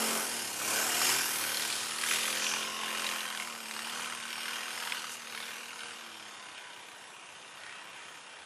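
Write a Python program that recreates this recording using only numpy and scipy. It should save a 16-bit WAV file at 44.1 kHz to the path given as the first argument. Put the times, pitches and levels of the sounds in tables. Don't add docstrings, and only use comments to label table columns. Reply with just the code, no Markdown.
import sys
import numpy as np
from scipy import signal
from scipy.fft import rfft, irfft, dct
from scipy.io import wavfile
from scipy.ndimage import uniform_filter1d

SR = 44100
rng = np.random.default_rng(int(sys.argv[2]) if len(sys.argv) > 2 else 0)


def field_ratio(decibels):
    return 10 ** (np.asarray(decibels, dtype=float) / 20)


def store_wav(level_fs):
    pcm = np.round(np.clip(np.atleast_2d(level_fs), -1, 1) * 32767)
    wavfile.write(sys.argv[1], SR, pcm.T.astype(np.int16))


N = 372644

# pitch_hz, density_db
HISS = [(60, -1), (120, -0.5), (200, -1.5), (1000, 4), (3000, -3), (5000, -9.5), (11000, -5.5),
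        (14500, -17.5)]
HISS_DB = -56
# pitch_hz, step_db, share of the loudness followed (0-1)
ROUNDING_STEPS = [(20, -37, .5), (165, -40.5, .5), (180, -58, 0), (10300, -56, 0), (10450, -42, .35),
                  (12450, -37, .45), (12550, -29, 0), (14500, -27, 0)]
STEP_MOOD_DB = 1.44
# centre_s, length_s, pitch_hz, width_hz, level_db
FLARES = [(0.18, 0.046, 1000, 530, -44.5), (2.486, 0.11, 5900, 510, -38), (2.864, 0.58, 1060, 61.4, -45),
          (4.1, 0.15, 1050, 80, -49.5), (1.722, 0.24, 3600, 2800, -39.5), (1.78, 0.14, 980, 1100, -48),
          (5.131, 0.029, 6960, 6300, -43), (0.14, .11, 430, 320, -46), (.85, 0.18, 680, 210, -45),
          (1.4, 0.22, 12000, 2900, -44.5), (2.7, 0.17, 5300, 820, -47), (8, 0.12, 2100, 720, -53),
          (7.76, 0.062, 2600, 43, -57), (7.75, 0.062, 3160, 50, -57), (.1, .12, 1100, 630, -44),
          (7.68, .14, 1900, 110, -55), (7.67, .07, 1500, 120, -56.5), (7.7, 0.056, 2320, 150, -57),
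          (6.6, 0.17, 2430, 120, -58.5), (6.58, 0.015, 2500, 700, -52)]
# time_s, pitch_hz, level_db
WHISTLES = [
    [(6.18, 1105, -58), (6.28, 1070, -46), (6.5, 1000, -47), (6.7, 972, -47), (7.05, 955, -51),
     (7.4, 950, -61), (7.9, 945, -50), (8.3, 905, -52), (8.44, 900, -52)],
    [(7.5, 1790, -65), (7.58, 1825, -49), (7.7, 1880, -45), (7.83, 1932, -45), (7.92, 1915, -70)],
    [(7.6, 2790, -62), (7.78, 2815, -47), (7.95, 2790, -54), (8.3, 2735, -51), (8.4, 2720, -62)],
    [(7.65, 3140, -64), (7.75, 3160, -50), (7.92, 3170, -60)],
]
# delay_s, wander_s, level_db
REFLECTIONS = [(.0009, 0.00013, -19), (.0023, 0.000084, -11), (.0036, 0.0001, -15.5)]

# time_s, firing_rate_hz
CRANK_SPEED = [(0.0, 44.9), (0.17, 44.8), (0.55, 33.31), (1.19, 43.35), (1.36, 37.44), (2.03, 39.11),
               (2.14, 41.59), (2.7, 43.95), (3.26, 42.34), (3.78, 36.7), (3.97, 40.54), (4.25, 38.46),
               (4.87, 41.95), (5.37, 37.74), (5.59, 40.08), (5.93, 39.52), (6.58, 31.89), (8.45, 33.27)]
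# centre_s, length_s, rate_change_hz
SLIPS = [
    (3.6, .14, -1.15),
    (6.72, .1, .85),
    (7.45, .15, -1),
    (7.8, .15, 1.15),
    (8.35, .12, -.9),
]
FIRST_TURN = .159
# centre_s, length_s, level_db
SURGES = [(0.108, 0.14, 1.5), (0.527, 0.085, 0), (0.721, 0.12, 4), (1.84, 0.069, -1.5), (2.458, 0.094, 0),
          (2.725, 0.088, -2.5), (3.314, 0.063, -1), (3.42, 0.02, 2), (3.976, 0.11, 0), (4.268, 0.21, -2),
          (4.486, 0.11, 2), (4.947, 0.043, 1), (5.22, 0.17, -1), (5.894, 0.088, 1), (1.06, 0.049, 1),
          (2.137, 0.042, 2), (3.073, 0.08, 1), (5.44, 0.19, 2.5), (7.69, 0.076, 0)]
# time_s, bark_db, brightness_db per octave as the pipe swings round, drone_db as the tail faces us
ENGINE = [(0.0, -37, -0.5, 5), (0.59, -42, 0.5, 3.5), (0.64, -41, -1, 4.5), (1.11, -31, -0.4, 0.5),
          (1.27, -36.5, -0.2, 1), (1.97, -41, 2, 2.8), (2.09, -35.5, 3.5, -1.5), (2.85, -40.5, 4, 2.5),
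          (3.11, -38.5, 0.8, -0.5), (3.58, -44.5, -2, -1), (4.0, -39.5, -1, -1), (4.19, -41.5, 1.5, -2),
          (4.94, -40.5, -1, -3), (5.27, -47.5, -0.3, 0.5), (5.39, -45.5, 1.6, -2), (7.2, -51, -1, 1),
          (7.74, -49.5, -1.2, -0.3), (8.45, -51, 0.5, -0.5)]
# time_s, share (0-1)
HEADING = [(0, .95), (.22, 0.8), (.4, 0.2), (1.9, 0.2), (2.3, 0.9), (5.9, 0.8), (6.6, 0.3), (8.45, .6)]

# pitch_hz, density_db
ROAR = [(60, -24), (156, -18.5), (224, -17), (294, -13), (560, -9.5), (760, -5.5), (1000, -4.5),
        (1300, -41)]
# pitch_hz, side_db, rear_db
PIPE = [(80.8, -18.5, -34.5), (117, -12, -19), (170.5, -16, -15.5), (275.5, -7, -11.5), (362, -8, -8),
        (506, -10, -5.5), (599, -15.5, -7.5), (772, -14.5, -13.5)]
PIPE_TOP_HZ = 809
BOOM_HZ, BOOM_WIDTH_HZ, BOOM_DB = 218.2, 28, 15
# pitch_hz, width_hz, level_db
CHAMBERS = [(502, 45, 3), (744, 37, 8.5), (892, 50, 13)]
# time_s, boom_db, higher_orders_db, roar_db
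CLARITY = [(0, 5, 0, 0), (.15, 5, -1, 0), (.25, -3, -3, -1), (.6, -2, -2, -1), (1.2, -2, -1, -2),
           (2.0, -1, -2, -5), (2.2, 0, 0, -4), (3.1, 0, -1, -3), (3.4, 0, -3, -1), (4.3, -1, -3, -1),
           (4.55, -3, -2, -1), (5.1, -4, -2, -1), (5.25, -3, -4, 0), (5.45, -4, -3, 0), (6.0, -3, -4, 0),
           (6.3, -3, -6, 1), (6.8, -9, -5, 1), (8.45, -10, -5, 1)]
SINGING = {6: [(.33, 0.12, 6), (1.0, .25, 2)], 7: [(.9, 0.22, 5), (2.45, .2, 4)], 8: [(2.8, 0.45, 5),
           (.1, .12, 4)], 9: [(.62, 0.14, 3), (1.1, 0.074, 4.5), (4.3, 0.18, 4), (6.17, .12, 8)],
           10: [(.15, 0.14, 4), (2.5, 0.52, 4), (6.9, 0.34, 6)], 11: [(.4, 0.11, 6), (1.7, 0.33, 4)],
           12: [(.8, 0.14, 4.5), (1.3, .15, -9.5), (2.4, .35, -1), (3.1, 0.11, -3.5), (4.0, .08, 4),
           (4.8, 0.27, 3), (5.7, 0.36, 6.5)], 13: [(.04, .06, 8), (2.4, 0.34, 4), (3.0, .15, 7)],
           14: [(1.5, .12, 9)], 15: [(.75, 0.053, 6.5), (1.5, .12, 7.5)], 18: [(.95, 0.12, 7.5),
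           (4.75, 0.23, 6.5)], 19: [(5.85, .15, 9)], 22: [(4.8, .3, 8), (5.8, .2, 8)], 23: [(3.9, .3, 8),
           (5.6, .3, 6)]}
SECOND_PUFF_TURN, SECOND_PUFF_SHARE = 1 / 3, .45
SNOW_DB_PER_S = 0.45
DRONE_DB, DRONE_FOLLOWS = -50, 0.9
ORDERS_DB, OPEN_HZ, ORDERS_DB_PER_HZ = -2, 36.3, 0.4

# pitch_hz, width_hz, level_db
CASING = [(4400, 900, -4), (5490, 420, 0.5), (5823, 400, 0), (6710, 940, -1), (7730, 760, -1.5),
          (8680, 600, -0.5), (9720, 570, -1), (10840, 810, -2), (12050, 1300, -5), (13730, 1600, -10)]
START_M, AWAY_M_PER_S = 12, 6.5
RATTLE_DB, RATTLE_LOSS_DB_PER_M = 4, 0.14
CASING_DULL_DB_PER_M = 0.0774
HIDDEN_S, HIDDEN_DB = 2.42, -2
COAST_S, COAST_DB, POP_COAST_DB = 6.0, -2, -3

# pitch_hz, width_hz, level_db
BARK = [(947, 100, -4.5), (1091, 79, -1.5), (1270, 130, -1.5), (1520, 120, 2), (1879, 220, -3),
        (2144, 120, -0.5), (2404, 230, -2.5), (2839, 130, 1), (3162, 130, -1), (3582, 140, -4),
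        (3915, 110, -8)]
VALVE_TURN, VALVE_DB = .31, -6
POP_DB, POP_DB_PER_SURGE = -5.5, -0.14
POP_SIDE_DB = -4
# start_s, peak_db, pitch_hz
CRACKS = [(1.409, -24, 1580), (1.544, -25, 3980), (1.571, -20, 3880), (1.596, -23, 2390),
          (1.621, -23, 3980), (1.6994, -21, 1480), (1.7262, -18.5, 4220), (1.984, -21.5, 3940),
          (2.0193, -27.5, 3090), (2.0355, -19, 1490), (2.062, -23.5, 1500), (2.085, -22, 2650),
          (2.11, -16, 2070), (2.2292, -22, 2660), (2.2541, -20, 2300), (2.277, -20, 2370),
          (2.346, -22.5, 2300), (2.371, -20.5, 2820), (2.4657, -15.5, 2840), (2.626, -22, 2400),
          (2.6713, -26, 3060), (2.8323, -23.5, 1140), (2.9278, -30, 1090), (2.9482, -24, 1630),
          (2.972, -25, 2490), (2.995, -22, 1090), (3.0652, -18.5, 3660), (3.09, -21, 2470),
          (3.183, -25, 3030), (3.2056, -20.5, 2920), (3.252, -27, 1520), (3.348, -25.5, 1530),
          (3.374, -25, 3050), (3.399, -22, 2000), (3.422, -23, 2160), (3.4726, -30, 1500),
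          (3.7107, -20, 1690), (3.7644, -23.5, 1050), (3.791, -24, 1530), (3.87, -23, 1050),
          (3.8966, -27.5, 2920), (3.995, -24.5, 1080), (4.02, -26.5, 2840), (4.045, -22, 2550),
          (4.1229, -24.5, 1880), (4.2235, -32, 1050), (4.3283, -23.5, 2800), (4.4046, -29, 3160),
          (4.456, -21, 1780), (4.4808, -24, 1770), (4.504, -27, 1770), (4.532, -25, 2830),
          (4.776, -22.5, 1730), (4.7995, -26, 2530), (4.8722, -23.5, 1570), (4.9214, -19, 2460),
          (5.0423, -25, 1270), (5.3755, -25, 1870), (5.402, -27.5, 1450), (5.426, -24.5, 2760)]
# start_s, peak_db, pitch_hz
STRAYS = [
    (0.966, -22, 2250),
    (1.016, -17, 1030),
    (5.805, -30, 3130),
    (5.906, -35, 1270),
    (6.0084, -31, 1440),
    (6.579, -34, 2400),
    (7.664, -31, 1534),
    (7.726, -33, 2350),
]
# start_s, peak_db, pitch_hz
SOFTER = [(0.615, -21, 1300), (0.7023, -18.5, 1260), (1.3567, -20.5, 2440), (1.4354, -24, 1520),
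          (1.4631, -25, 2040), (1.49, -24, 3100), (1.518, -28, 1430), (1.777, -29, 3060),
          (1.8023, -25, 2680), (1.8277, -28.5, 1230), (1.9061, -26, 3180), (1.9574, -27, 1550),
          (2.1334, -14, 2230), (2.1585, -15.5, 2760), (2.1814, -28, 2760), (2.2044, -26, 1610),
          (2.299, -18, 2720), (2.396, -21, 2350), (2.418, -21, 1990), (2.4423, -15, 3540),
          (2.5136, -23, 1080), (2.5371, -17, 1090), (2.5664, -20.5, 1060), (2.649, -22, 2400),
          (2.7625, -25, 1580), (2.88, -23, 1590), (3.042, -20, 1080), (3.1118, -20.5, 2480),
          (3.1344, -27, 1010), (3.1578, -21, 1060), (3.2291, -24, 1080), (3.302, -30, 2820),
          (3.6032, -32, 2740), (3.737, -30, 1500), (3.8447, -24, 2790), (3.9708, -27, 1090),
          (4.1726, -26, 1520), (4.3794, -22.5, 992), (4.431, -26, 2740), (4.555, -27, 1510),
          (4.5786, -31, 2530), (4.6284, -27, 1600), (4.701, -30, 2190), (4.7501, -26, 1630),
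          (4.8236, -20, 1410), (4.8963, -27, 2540), (4.945, -32, 1490), (4.9691, -24, 1740),
          (4.9931, -29, 3800), (5.3478, -25, 1560), (5.454, -32, 2070), (5.4864, -30, 1420),
          (5.6034, -26, 1290), (5.704, -33, 2040), (5.7297, -28, 1450), (5.9324, -32, 1500),
          (7.0386, -33, 2350), (7.0707, -38, 1390), (7.6357, -27.5, 2010), (7.6939, -30, 1880)]
CRACK_LIFT_DB, SOFTER_DB = 1.5, -2.5
CRACKLE_START_S, CRACKLE_END_S, CRACKLE_SHARE = 1.38, 6.1, .1
CRACKLE_DB, CRACKLE_SPREAD_DB = 6.5, -0.5


def rms_one(x):
    return x / np.sqrt(np.mean(x ** 2) + 1e-20)


def in_time(rows, outside=None):
    s, *columns = np.transpose(rows)
    t = np.arange(N) / SR
    return [np.interp(t, s, column, outside, outside) for column in columns]


def at_hz(points, hz):
    points = np.array(points)
    return np.interp(np.log(hz), np.log(points[:, 0]), points[:, 1])


def onset(start_s, length_s):
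    return 1 / (1 + np.exp((start_s - np.arange(N) / SR) / length_s))


def drift(rate):
    r = np.exp(-80 * np.pi * rate / SR)
    white = rng.standard_normal(N // 40 + 2002)
    slow = signal.lfilter([1], [1, -2 * r, r * r], white)[2000:]
    return np.interp(np.arange(N) / 40, np.arange(len(slow)), rms_one(slow))


def coloured(spectrum):
    hz = np.maximum(np.arange(N // 2 + 1) * SR / N, 1)
    lines = rfft(rng.standard_normal(N)) * field_ratio(at_hz(spectrum, hz))
    return rms_one(irfft(lines, N))


def resonance(x, hz, width_hz):
    r = np.exp(-np.pi * width_hz / SR)
    feedback = [1, -2 * r * np.cos(2 * np.pi * hz / SR), r * r]
    return signal.lfilter([(1 - r * r) / 2, 0, (r * r - 1) / 2], feedback, x)


def body(x, modes, tilt_db, wander_db, wander_rate):
    middle_hz = np.sqrt(modes[0][0] * modes[-1][0])
    out = np.zeros(N)
    for k, (hz, width_hz, level_db) in enumerate(modes):
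        gain_db = level_db + tilt_db * np.log2(hz / middle_hz) + wander_db * drift(wander_rate)
        out += (-1) ** k * resonance(x, hz, width_hz) * field_ratio(gain_db)
    return rms_one(out)


def burst(strikes, rise_s, fall_s):
    rise, fall = np.exp(-1 / (rise_s * SR)), np.exp(-1 / (fall_s * SR))
    opening = signal.lfilter([1 - rise], [1, -rise], strikes + 1e-18)
    gate = signal.lfilter([1], [1, -fall], opening)
    return gate * rng.standard_normal(N)


def microphone_hiss():
    return field_ratio(HISS_DB) * coloured(HISS)


def flares():
    t, white = np.arange(N) / SR, rng.standard_normal(N)
    out = np.zeros(N)
    for s, length_s, hz, width_hz, level_db in FLARES:
        swell = np.exp(-((t - s) / length_s) ** 2)
        out += field_ratio(level_db) * swell * rms_one(resonance(white, hz, width_hz))
    return out


def whistles():
    out = np.zeros(N)
    for rows in WHISTLES:
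        hz = in_time(rows)[0]
        level_db = in_time(rows, outside=-120)[1] - 11.0 + 1.2 * drift(6.4)
        phase = 2 * np.pi * np.cumsum(hz) / SR + 0.11 * drift(35)
        out += field_ratio(level_db) * np.sin(phase)
    return out


def off_snow(x):
    now = np.arange(N)
    out = x.copy()
    for delay_s, wander_s, level_db in REFLECTIONS:
        delay = SR * (delay_s + wander_s * drift(.3))
        out += field_ratio(level_db) * np.interp(now - delay, now, x)
    return out


def crank():
    t = np.arange(N) / SR
    slip = sum(change * np.exp(-((t - s) / length_s) ** 2) for s, length_s, change in SLIPS)
    rate = uniform_filter1d(in_time(CRANK_SPEED)[0] + slip, size=2001)
    return FIRST_TURN + np.cumsum(rate) / SR


def surges():
    t = np.arange(N) / SR
    return sum(level_db * np.exp(-((t - s) / length_s) ** 4) for s, length_s, level_db in SURGES)


def drone(turns, behind, orders_db):
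    now = np.arange(0, N, 64)
    t, rate, behind = now / SR, np.gradient(turns)[now] * SR, behind[now]
    boom_db, upper_db, roar_db = in_time(CLARITY)
    rear_pipe = np.array(PIPE)[:, ::2]
    orders = np.zeros(N)
    for k in range(2, 25):
        hz = k * rate
        near = 1 / (1 + ((hz - BOOM_HZ) / BOOM_WIDTH_HZ) ** 4)
        side_db = at_hz(PIPE, hz)
        rear_db = at_hz(rear_pipe, hz) + near * BOOM_DB
        level_db = side_db + behind * (rear_db - side_db) - 0.13 * np.maximum(hz - PIPE_TOP_HZ, 0)
        chamber_db = sum(lift_db / (1 + ((hz - centre_hz) / width_hz) ** 2)
                         for centre_hz, width_hz, lift_db in CHAMBERS)
        level_db += (.4 + .6 * behind) * chamber_db
        level_db += (1 - near) * (2.0 * drift(4)[now] - SNOW_DB_PER_S * t)
        level_db += near * boom_db[now] + (1 - near) * upper_db[now] * (hz > BOOM_HZ)
        for s, length_s, lift_db in SINGING.get(k, []):
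            level_db += lift_db * np.exp(-((t - s) / length_s) ** 4)
        puffs = abs(1 + SECOND_PUFF_SHARE * np.exp(2j * np.pi * k * SECOND_PUFF_TURN))
        gain = np.interp(np.arange(N), now, puffs * field_ratio(level_db))
        phase = 2 * np.pi * (k * turns + rng.random()) + .04 * k * drift(5)
        orders += gain * np.sin(phase)
    share = np.clip(field_ratio(orders_db), 0, .94)
    roar_share = np.sqrt(1 - (share * np.minimum(field_ratio(upper_db), 1)) ** 2)
    return share * rms_one(orders) + roar_share * field_ratio(roar_db) * coloured(ROAR)


def throb(turns, depth):
    return rng.standard_normal(N) * (1 - depth * ((turns + 0.083) % 1))


def casing_rattle(gush, share, turns):
    tilt_db = -CASING_DULL_DB_PER_M * AWAY_M_PER_S * np.arange(N) / SR
    return body(.5 * share * gush + throb(turns, 0.39), CASING, tilt_db, 1.5, 2.1)


def pops(turns):
    strikes = np.zeros((2, N))
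    for row, late in zip(strikes, (-.06, VALVE_TURN)):
        fired = np.flatnonzero(np.diff(np.floor(turns - late)) > 0)
        strength = np.clip(rng.standard_normal(400), -3, 1.6)
        row[fired] = field_ratio(1.6 * strength[:len(fired)])
    shape = burst(np.arange(N) == 0, .0005, 0.0015)[:600]
    repeated = signal.oaconvolve(strikes[0], shape)[:N]
    firing = .7 * burst(strikes[0], .0005, .0012) + 0.54 * repeated
    return firing + field_ratio(VALVE_DB) * burst(strikes[1], 0.00062, .002)


def exhaust_bark(gush, share, turns, tilt_db):
    source = share * gush + np.sqrt(1 - share ** 2) * throb(turns, 0.33)
    return body(source, BARK, tilt_db, 1.5, 2.3)


def crackle(turns, bark_db):
    fired = np.flatnonzero(np.diff(np.floor(turns + .08)) > 0)
    known_s = np.array(CRACKS + SOFTER)[:, 0]
    rows = []
    for at, (chance, size, pick) in zip(fired, rng.random((400, 3))):
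        s = at / SR
        loaded = CRACKLE_START_S < s < CRACKLE_END_S
        clear = np.abs(known_s - s).min() > .012
        if chance < CRACKLE_SHARE and loaded and clear:
            peak_db = bark_db[at] + CRACKLE_DB + CRACKLE_SPREAD_DB * (2 * size - 1)
            rows.append((s, peak_db, BARK[int(pick * len(BARK))][0]))
    return rows


def cracks(lesser):
    out, t = np.zeros(N), np.arange(500) / SR
    events = [(s, peak_db + CRACK_LIFT_DB, hz) for s, peak_db, hz in CRACKS + STRAYS]
    events += [(s, peak_db + SOFTER_DB, hz) for s, peak_db, hz in SOFTER]
    for s, peak_db, hz in events + lesser:
        gush = rng.standard_normal(500) * (1 - np.exp(-t / 0.0005)) * np.exp(-t / 0.0013)
        gush[4] += 1.5
        pitched = resonance(resonance(gush, hz, 1100), hz, 1100)
        broad = resonance(resonance(gush, 2300, 3500), 2300, 3500)
        snap = pitched + 0.27 * broad
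        at = round(s * SR)
        out[at:at + 500] += field_ratio(peak_db - 4.0) * snap / np.abs(snap).max()
    return out


def scene():
    t = np.arange(N) / SR
    level_db, tilt_db, tail_db = in_time(ENGINE)
    turns, surge_db = crank(), surges()
    bark_db = level_db + surge_db

    distance_m = START_M + AWAY_M_PER_S * t
    rattle_db = bark_db + RATTLE_DB - RATTLE_LOSS_DB_PER_M * distance_m
    rattle_db += HIDDEN_DB * onset(HIDDEN_S, 0.081) + COAST_DB * onset(COAST_S, 0.027)
    drone_db = DRONE_DB + DRONE_FOLLOWS * (bark_db + 40.0) + tail_db
    orders_db = ORDERS_DB + ORDERS_DB_PER_HZ * np.minimum(np.gradient(turns) * SR - OPEN_HZ, 0)
    pop_db = POP_DB + POP_DB_PER_SURGE * surge_db
    pop_db += POP_SIDE_DB * (t < CRACKLE_START_S) + POP_COAST_DB * (t > COAST_S)
    share = np.clip(field_ratio(pop_db), 0, .95)

    gush = rms_one(pops(turns))
    snap = rms_one(resonance(gush, 2300, 2800))
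    bark = field_ratio(bark_db) * exhaust_bark(gush, share, turns, tilt_db)
    rattle = field_ratio(rattle_db) * casing_rattle(gush, share, turns)
    hard = cracks(crackle(turns, bark_db))
    bike = bark + off_snow(rattle + hard + field_ratio(bark_db - 9.0) * share * snap)
    behind = np.clip(in_time(HEADING)[0], 0, 1)
    low = field_ratio(drone_db) * drone(turns, behind, orders_db)
    mono = microphone_hiss() + flares() + whistles() + low + bike
    return np.array([mono, mono])


def spectral_rounding(x, size=1024):
    window = np.sin(np.pi * (np.arange(2 * size) + .5) / (2 * size))
    blocks = np.pad(x, (size, 2 * size - N % size)).reshape(-1, size)
    a, b, c, d = np.split(np.hstack([blocks[:-1], blocks[1:]]) * window, 4, axis=1)
    lines = dct(np.hstack([-c[:, ::-1] - d, a - b[:, ::-1]]), 4, norm="ortho")
    hz = (np.arange(size) + .5) * SR / 2 / size
    frame_db = 10 * np.log10(np.mean(lines ** 2, axis=1, keepdims=True) + 1e-12) + 40
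    follow = at_hz(np.array(ROUNDING_STEPS)[:, ::2], hz)
    step = field_ratio(at_hz(ROUNDING_STEPS, hz) + follow * frame_db)
    frame_at = np.minimum(np.arange(len(lines)) * size, N - 1)
    for low_hz, high_hz in [(0, 175), (10400, 11400), (11400, 12500), (12500, SR)]:
        mood = drift(10.0)[frame_at, None]
        step = step * field_ratio(STEP_MOOD_DB * mood * (hz > low_hz) * (hz < high_hz))
    loud = np.sqrt(uniform_filter1d(lines ** 2, size=33, axis=1) + 1e-20)
    step = np.maximum(step, field_ratio(-3) * loud)
    lines = np.sign(lines) * np.floor(np.abs(lines) / step + .4) * step
    late, early = np.split(dct(lines, 4, norm="ortho"), 2, axis=1)
    frames = np.hstack([early, -early[:, ::-1], -late[:, ::-1], -late]) * window
    return (frames[1:, :size] + frames[:-1, size:]).ravel()[:N]


def band_limit(x):
    return signal.sosfilt(signal.butter(12, 14480, fs=SR, output="sos"), x)


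def record(dry):
    bass_cut = signal.butter(2, 90, "high", fs=SR, output="sos")
    mono = spectral_rounding(signal.sosfilt(bass_cut, dry[0]))
    return band_limit(np.array([mono, mono]))


dry = scene()
out = record(dry)
store_wav(out)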